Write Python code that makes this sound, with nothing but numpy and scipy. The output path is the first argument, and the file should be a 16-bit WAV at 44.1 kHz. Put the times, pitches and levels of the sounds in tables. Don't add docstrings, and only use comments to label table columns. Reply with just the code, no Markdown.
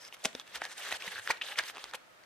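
import sys
import numpy as np
from scipy import signal
from scipy.fft import rfft, irfft, next_fast_len
from scipy.io import wavfile
from scipy.ndimage import uniform_filter1d, map_coordinates

SR = 44100
rng = np.random.default_rng(int(sys.argv[2]) if len(sys.argv) > 2 else 0)


def log_audio(samples):
    frames = np.atleast_2d(samples).T
    limited = np.clip(frames, -1, 1)
    pcm = np.round(limited * 32767).astype(np.int16)
    wavfile.write(sys.argv[1], SR, pcm)


def boost(x):
    u = np.asarray(x, float) / 20
    return 10 ** u


N = 99225

# pitch_hz, level_db (per Hz)
CRACK_TONE = [(120, -30.5), (500, -11), (1800, -3.5), (3400, -5), (6000, -10), (10000, -16.5), (13000, -24),
              (15700, -42)]


def unit(x):
    return x / np.sqrt(np.mean(x ** 2) + 1e-18)


def colour(x, points):
    p = np.array(points, float)
    n = next_fast_len(len(x) + 1024)
    hz = np.arange(n // 2 + 1) * SR / n
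    log_gain = np.log(boost(np.interp(np.log(hz + 1), np.log(p[:, 0]), p[:, 1])))
    ceps = irfft(log_gain, n)
    ceps[1:n // 2] *= 2
    ceps[n // 2 + 1:] = 0
    return unit(irfft(rfft(x, n) * np.exp(rfft(ceps)), n)[:len(x)])


def ring(x, hz, width_hz):
    return signal.lfilter(*signal.iirpeak(np.clip(hz, 20, .45 * SR), hz / width_hz, SR), x)


def high(x, hz):
    return signal.sosfilt(signal.butter(2, hz, "high", fs=SR, output="sos"), x)


def low(x, hz):
    return signal.sosfilt(signal.butter(2, hz, fs=SR, output="sos"), x)


def walk(rate):
    k = int(SR / rate)
    stairs = np.repeat(rng.standard_normal(N // k + 1), k)
    return 1.22 * uniform_filter1d(uniform_filter1d(stairs, k), k)[:N]


def slips(rate, spread_db, largest=4):
    happens = rng.random(N) < rate / SR
    size = boost(spread_db * np.minimum(rng.exponential(size=N), largest))
    return happens * size * np.sign(rng.standard_normal(N))


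def add(out, s, x):
    i = int(s * SR)
    out[i:i + len(x)] += x[:N - i]


def rub():
    # start_s, end_s, level_db, brightness_db (per octave)
    strokes = [(0, 0.086, -57, 1), (0.136, 0.142, -47.5, 2.5), (0.186, 0.257, -61.5, 3),
               (0.24, 0.292, -51.5, -1.5), (0.339, 0.415, -55, 0.8), (0.456, 0.554, -60, 0.5),
               (0.537, 0.58, -47.5, -0.5), (0.601, 0.667, -48, -1), (0.677, 0.73, -54.5, 0.5),
               (0.768, 0.842, -46, 1), (0.841, 0.969, -44, 0.5), (0.992, 1.091, -48.5, 0),
               (1.103, 1.198, -46, 0.5), (1.209, 1.28, -56, 0.5), (1.292, 1.314, -32.5, -1),
               (1.32, 1.38, -52, -1.5), (1.425, 1.546, -48.5, 0.5), (1.564, 1.607, -41.5, -1),
               (1.616, 1.711, -51, 0.5), (1.663, 1.706, -57.5, 8), (1.203, 1.275, -65.5, 6),
               (1.734, 1.778, -56, -4), (1.786, 1.899, -52, 0), (1.92, 1.94, -69, -20),
               (1.941, 1.953, -42, 1.5), (1.947, 2.02, -71, -3)]
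    # pitch_hz, level_db (per Hz)
    sheet_tone = [(120, -43.5), (500, -7.5), (1100, -9), (3400, -7), (4800, -14.5), (9000, -20),
                  (13000, -22.5), (15700, -48)]
    rise_s, fall_s = 0.011, 0.0056
    body_hz, body_width_hz, body_db = 1700, 224, -9.5
    patch_db, grain_db = 0.5, 3
    t, strength, tilt = np.arange(N) / SR, np.full(N, 1e-9), np.zeros(N)
    for start, end, db, bright in strokes:
        edge = np.minimum((t - start) / rise_s - 1, (end - t) / fall_s)
        stroke = boost(db) * np.exp(np.minimum(0, edge))
        strength = strength + stroke
        tilt = tilt + stroke * bright
    flicker_db = -2 + 1.8 * walk(44.76)
    clicks = np.array([slips(9000, 2.6) for _ in range(2)])
    sheet = rfft([colour(c, sheet_tone) + boost(body_db) * unit(ring(c, body_hz, body_width_hz))
                  for c in clicks])
    half_octave = 2 * np.log2(np.arange(N // 2 + 1) * SR / N / 2000 + 1e-9)
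    out = 0
    for k in range(-9, 8):
        band = irfft(sheet * np.clip(1 - abs(half_octave - k), 0, 1), N)
        change_db = patch_db * walk(25.46) + grain_db * walk(140)
        out = out + band * boost(flicker_db + change_db + tilt / strength * k / 2)
    out[0] += singing_panels(clicks[0], flicker_db) + creaks()
    return out * strength


def singing_panels(clicks, flicker_db):
    # start_s, end_s, pitch_hz, level_db (over the rubbing)
    panels = [
        (0, 0.085, 5060, 2.5),
        (0.257, 0.324, 660, -1.5),
        (0.627, .74, 1730, -4),
        (1.112, 1.217, 1620, -10),
        (1.41, 1.56, 2890, -8),
        (1.79, 1.88, 3020, -22),
    ]
    out, t = np.zeros(N), np.arange(N) / SR
    for start, end, hz, db in panels:
        on = uniform_filter1d(1. * (t > start) * (t < end), size=400)
        out += on * boost(flicker_db + db) * unit(ring(clicks, hz, hz / 12.4))
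    return out


def creaks():
    creak_pitches = [1500, 2100, 2700, 3430, 4300]
    out = np.zeros(N)
    for hz in creak_pitches:
        width_hz = hz / 6.7
        creak = slips(70, 4)
        out += boost(-17) * unit(ring(ring(creak, hz, width_hz), hz, width_hz))
    return out


def ticks():
    # time_s, peak_db, pitch_hz, brightness_db
    creases = [(0.049, -33, 4600, -12), (0.0785, -42, 2700, -2), (0.1248, -40, 900, -3),
               (0.167, -44, 1550, -6), (0.397, -33, 2760, 0), (0.476, -36.5, 3380, -36),
               (0.651, -28, 1870, -1), (0.697, -38, 1800, -8), (0.888, -27, 1720, -10),
               (1.0215, -31.5, 2560, -10), (1.371, -42, 1670, -12), (.2488, -19.5, 2310, -5),
               (.6165, -36, 9000, 4), (.3498, -37, 10000, 0), (1.2738, -36, 11500, -6),
               (.6508, -38, 10000, -3), (1.911, -37, 2200, -12), (.5485, -36, 1600, -8),
               (.9165, -29, 3020, -3), (1.274, -36, 1700, 1), (1.486, -30.5, 1700, -20),
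               (1.636, -27, 2100, -10), (2.236, -42, 1940, -21)]
    # time_s, peak_db, pitch_hz, brightness_db
    more_creases = [(.254, -12, 3300, -6), (.329, -38, 3500, -20), (.3497, -34, 900, 3), (.909, -26, 1500, -16),
                    (1.8402, -30, 1500, 2), (1.6975, -29, 1300, -5), (1.7485, -37, 2150, -20),
                    (1.7557, -35, 1500, -16), (1.762, -33, 1300, -12), (1.769, -31, 1200, -10),
                    (1.7806, -30, 1200, -14), (1.8545, -37, 1100, -20), (1.9355, -25, 1500, -10)]
    cycles, snap_s = 1.4, .0006
    tail_db, tail_s = -14, .003
    overtone, overtone_db = 2.2, -1
    out, t = np.zeros(N), np.arange(1500) / SR
    noise = colour(rng.standard_normal(N), CRACK_TONE)
    sharp = unit(high(noise, 2100))
    for s, db, hz, bright_db in list(creases) + list(more_creases):
        i = int(s * SR * .95)
        over_hz = overtone * hz
        body = np.sin(2 * np.pi * hz * t) * np.exp(-t * hz / cycles)
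        body = body + boost(overtone_db) * np.sin(2 * np.pi * over_hz * t) * np.exp(-t * over_hz / 2)
        snap = boost(bright_db) * sharp[i:i + len(t)] * np.exp(-t / snap_s)
        tail = boost(tail_db) * noise[i:i + len(t)] * np.exp(-t / tail_s)
        add(out, s + .001, boost(db - 3) * (body + snap + tail))
    return out


def bursts():
    # peak_time_s, level_db, fall_s, pitch_hz, treble_db
    buckles = [(0.146, -46, 0.0026, 2110, 10), (.243, -34.5, 0.0017, 4500, 19),
               (0.2529, -28.5, 0.0025, 2440, 0), (0.256, -29.5, 0.006, 636, 12),
               (0.558, -34, 0.0049, 1510, 12.5), (.622, -40.5, .004, 1700, -8),
               (0.641, -38, 0.0026, 1740, 16.5), (0.717, -47.5, 0.031, 1650, 15.5),
               (.918, -34, 0.0039, 1920, 2), (0.927, -35, 0.0019, 1880, 14), (.925, -34, 0.0023, 630, 0),
               (1.121, -41, 0.0048, 1620, -15), (1.309, -34.5, 0.0062, 4300, -8),
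               (1.309, -26.5, 0.0041, 1850, -18), (1.422, -37.5, 0.0054, 2630, -27),
               (1.559, -40.5, 0.0031, 2080, -11), (1.584, -35, 0.0049, 1920, 8),
               (1.589, -28.5, 0.0023, 2880, 4), (1.595, -28.5, 0.0052, 1700, -17),
               (1.682, -46, 0.011, 1830, -7), (1.944, -40, 0.007, 900, -18),
               (1.947, -40, 0.0017, 2410, -11)]
    treble_hz, ring_q, ring_db = 4500, 3.5, 5
    out, t = np.zeros(N), np.arange(N) / SR
    clicks = slips(3000, 1.1)
    broad = colour(clicks, CRACK_TONE)
    treble = high(high(broad, treble_hz), treble_hz)
    dull = low(low(broad, treble_hz), treble_hz)
    for s, db, fall, hz, treble_db in buckles:
        shape = np.exp(-abs(t - s) / fall)
        panel = boost(ring_db) * unit(ring(clicks, hz, hz / ring_q))
        part = shape * (dull + boost(treble_db) * treble + panel)
        out += boost(db) * part * np.sqrt(np.sum(shape ** 2) / np.sum(part ** 2))
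    return out


def pops():
    # peak_time_s, peak_db, pitch_hz, length_cycles
    panel_pops = [(.126, -36, 2830, 3.1), (.3515, -30.5, 3490, 3.95), (.3515, -37, 1870, 2.67),
                  (.351, -37, 5200, 4.1), (.3515, -33.5, 532, 1.07), (.398, -37, 3620, 2.6),
                  (.3985, -41, 1200, 1.5), (.4025, -42, 3340, 5.7), (.612, -41, 1600, 2.6),
                  (.6188, -24.5, 1560, 1.72), (.6188, -27.5, 2150, 2.9), (.6195, -29.5, 760, 1.7),
                  (.644, -38, 1700, 4), (.653, -35.5, 1850, 4.2), (.654, -38.5, 800, 1.46),
                  (.85, -35, 1650, 3.1), (1.0105, -34, 1990, 1.46), (1.023, -30, 2480, 3),
                  (1.0228, -30, 3260, 2.6), (1.0788, -29, 1970, 2.7), (1.079, -39, 3900, 4),
                  (1.2705, -41, 2570, 2.3), (1.2757, -20, 1700, 1.74), (1.2935, -33, 1700, 2.5),
                  (1.3035, -19, 944, 1.68), (1.3062, -18.5, 1770, 2.5), (1.306, -26, 4300, 3.6),
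                  (1.3095, -19, 2300, 3.4), (1.3085, -37, 6500, 4), (1.4133, -25, 2630, 1.7),
                  (1.415, -26.5, 1890, 2.06), (1.4158, -29, 3530, 2.2), (1.4197, -20, 2860, 2.1),
                  (1.4228, -32, 3000, 2.8), (1.4285, -35, 2700, 3.3), (1.437, -35, 3300, 3.8),
                  (1.5225, -33.5, 3000, 2.8), (1.588, -20.5, 3320, 3.3), (1.589, -25, 2100, 3.04),
                  (1.5875, -21, 5000, 4), (1.594, -19, 1650, 2.75), (1.6985, -31, 2090, 1.6),
                  (0.925, -29.5, 2600, 5), (.925, -30, 3830, 6), (.926, -29.5, 1860, 3.97),
                  (.944, -35.5, 1310, 1.6), (0.9483, -35.5, 1650, 2.2), (1.5898, -22, 4500, 3.5),
                  (1.591, -28, 5750, 5.2), (1.3025, -26.5, 558, 1.42)]
    # time_s, peak_db
    ratchet = [
        (1.159, -32),
        (1.1678, -34),
        (1.181, -31),
        (1.188, -34),
        (1.196, -32),
    ]
    out, t = np.zeros(N), np.arange(1500) / SR
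    edge_pops = [(s, db, 1650, 2.48) for s, db in ratchet]
    for s, db, hz, cycles in list(panel_pops) + edge_pops:
        rise = cycles / hz / 2
        swell = t / rise * np.exp(1 - t / rise)
        add(out, s - rise, boost(db) * np.sin(2 * np.pi * hz * t) * swell)
    return out


def flaps():
    # time_s, level_db, pitch_hz, fade_s
    puffs = [(0.256, -31, 231, 0.0047), (0.349, -44.5, 249, 0.0097), (0.559, -60.5, 62, 0.029),
             (0.619, -47, 330, 0.0067), (0.929, -58, 89, 0.018), (1.077, -43, 195, 0.0053),
             (1.15, -60, 91, 0.02), (0.351, -68, 60, 0.02), (1.187, -56.5, 104.5, 0.018),
             (1.302, -55, 130, 0.0099), (0.251, -60, 69, 0.013), (1.59, -68, 50, 0.05),
             (1.83, -66, 45, 0.036)]
    out, t = np.zeros(N), np.arange(8000) / SR
    for s, db, hz, fade in puffs:
        shape = np.exp(-t / fade) * (1 - np.exp(-t * hz * 4))
        add(out, s, boost(db) * np.sin(2 * np.pi * hz * t) * shape)
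    return out


def echo(x, t60, hz, kind):
    t = np.arange(int(.3 * SR)) / SR
    noise = rng.standard_normal((2, len(t))) * boost(-60 * t / t60)
    noise = signal.sosfilt(signal.butter(1, hz, kind, fs=SR, output="sos"), noise)
    noise = noise / np.sqrt(np.sum(noise ** 2, axis=1, keepdims=True))
    return signal.fftconvolve(x[None], noise, axes=1)[:, :N]


def hiss():
    # pitch_hz, level_db (per Hz)
    hiss_tone = [(15, -45), (25, -21), (119, -12), (469, -11), (509, -6), (1110, -9), (1240, -4.5),
                 (1380, -6.5), (15500, -32)]
    own = np.array([colour(rng.standard_normal(N), hiss_tone) for _ in range(2)])
    bass = low(own, 200)
    return boost(-60.5 + 2 + walk(4.4) / 2) * (own - bass + 0.64 * bass + 0.12 * bass[::-1])


def later(x):
    lag_samples = 1.537
    return map_coordinates(x, [np.arange(N) - lag_samples], mode="nearest")


def scene():
    balance_db, fine_hz = 0.9, 8500
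    slide, apart = rub()
    paper = slide + high(ticks(), 353) + bursts() + pops() + flaps()
    side = boost(-3.5) * high(apart, 2700)
    side = side + boost(-11) * echo(paper, 0.01, 1500, "high")[0]
    side = side + boost(-7.5) * echo(high(paper, fine_hz), 0.0029, fine_hz, "high")[0]
    near = (paper + side) * boost(balance_db / 2)
    far = later(paper - side) * boost(-balance_db / 2)
    room = boost(-19) * echo(paper, 0.34, 4850, "low")
    return np.array([near, far]) + room + hiss()


def band_limit(x):
    return signal.sosfilt(signal.butter(12, 15830, fs=SR, output="sos"), x)


def record(dry):
    cut = signal.sosfilt(signal.ellip(8, .2, 70, 15400, fs=SR, output="sos"), dry)
    return band_limit(cut)


dry = scene()
out = record(dry)
log_audio(out)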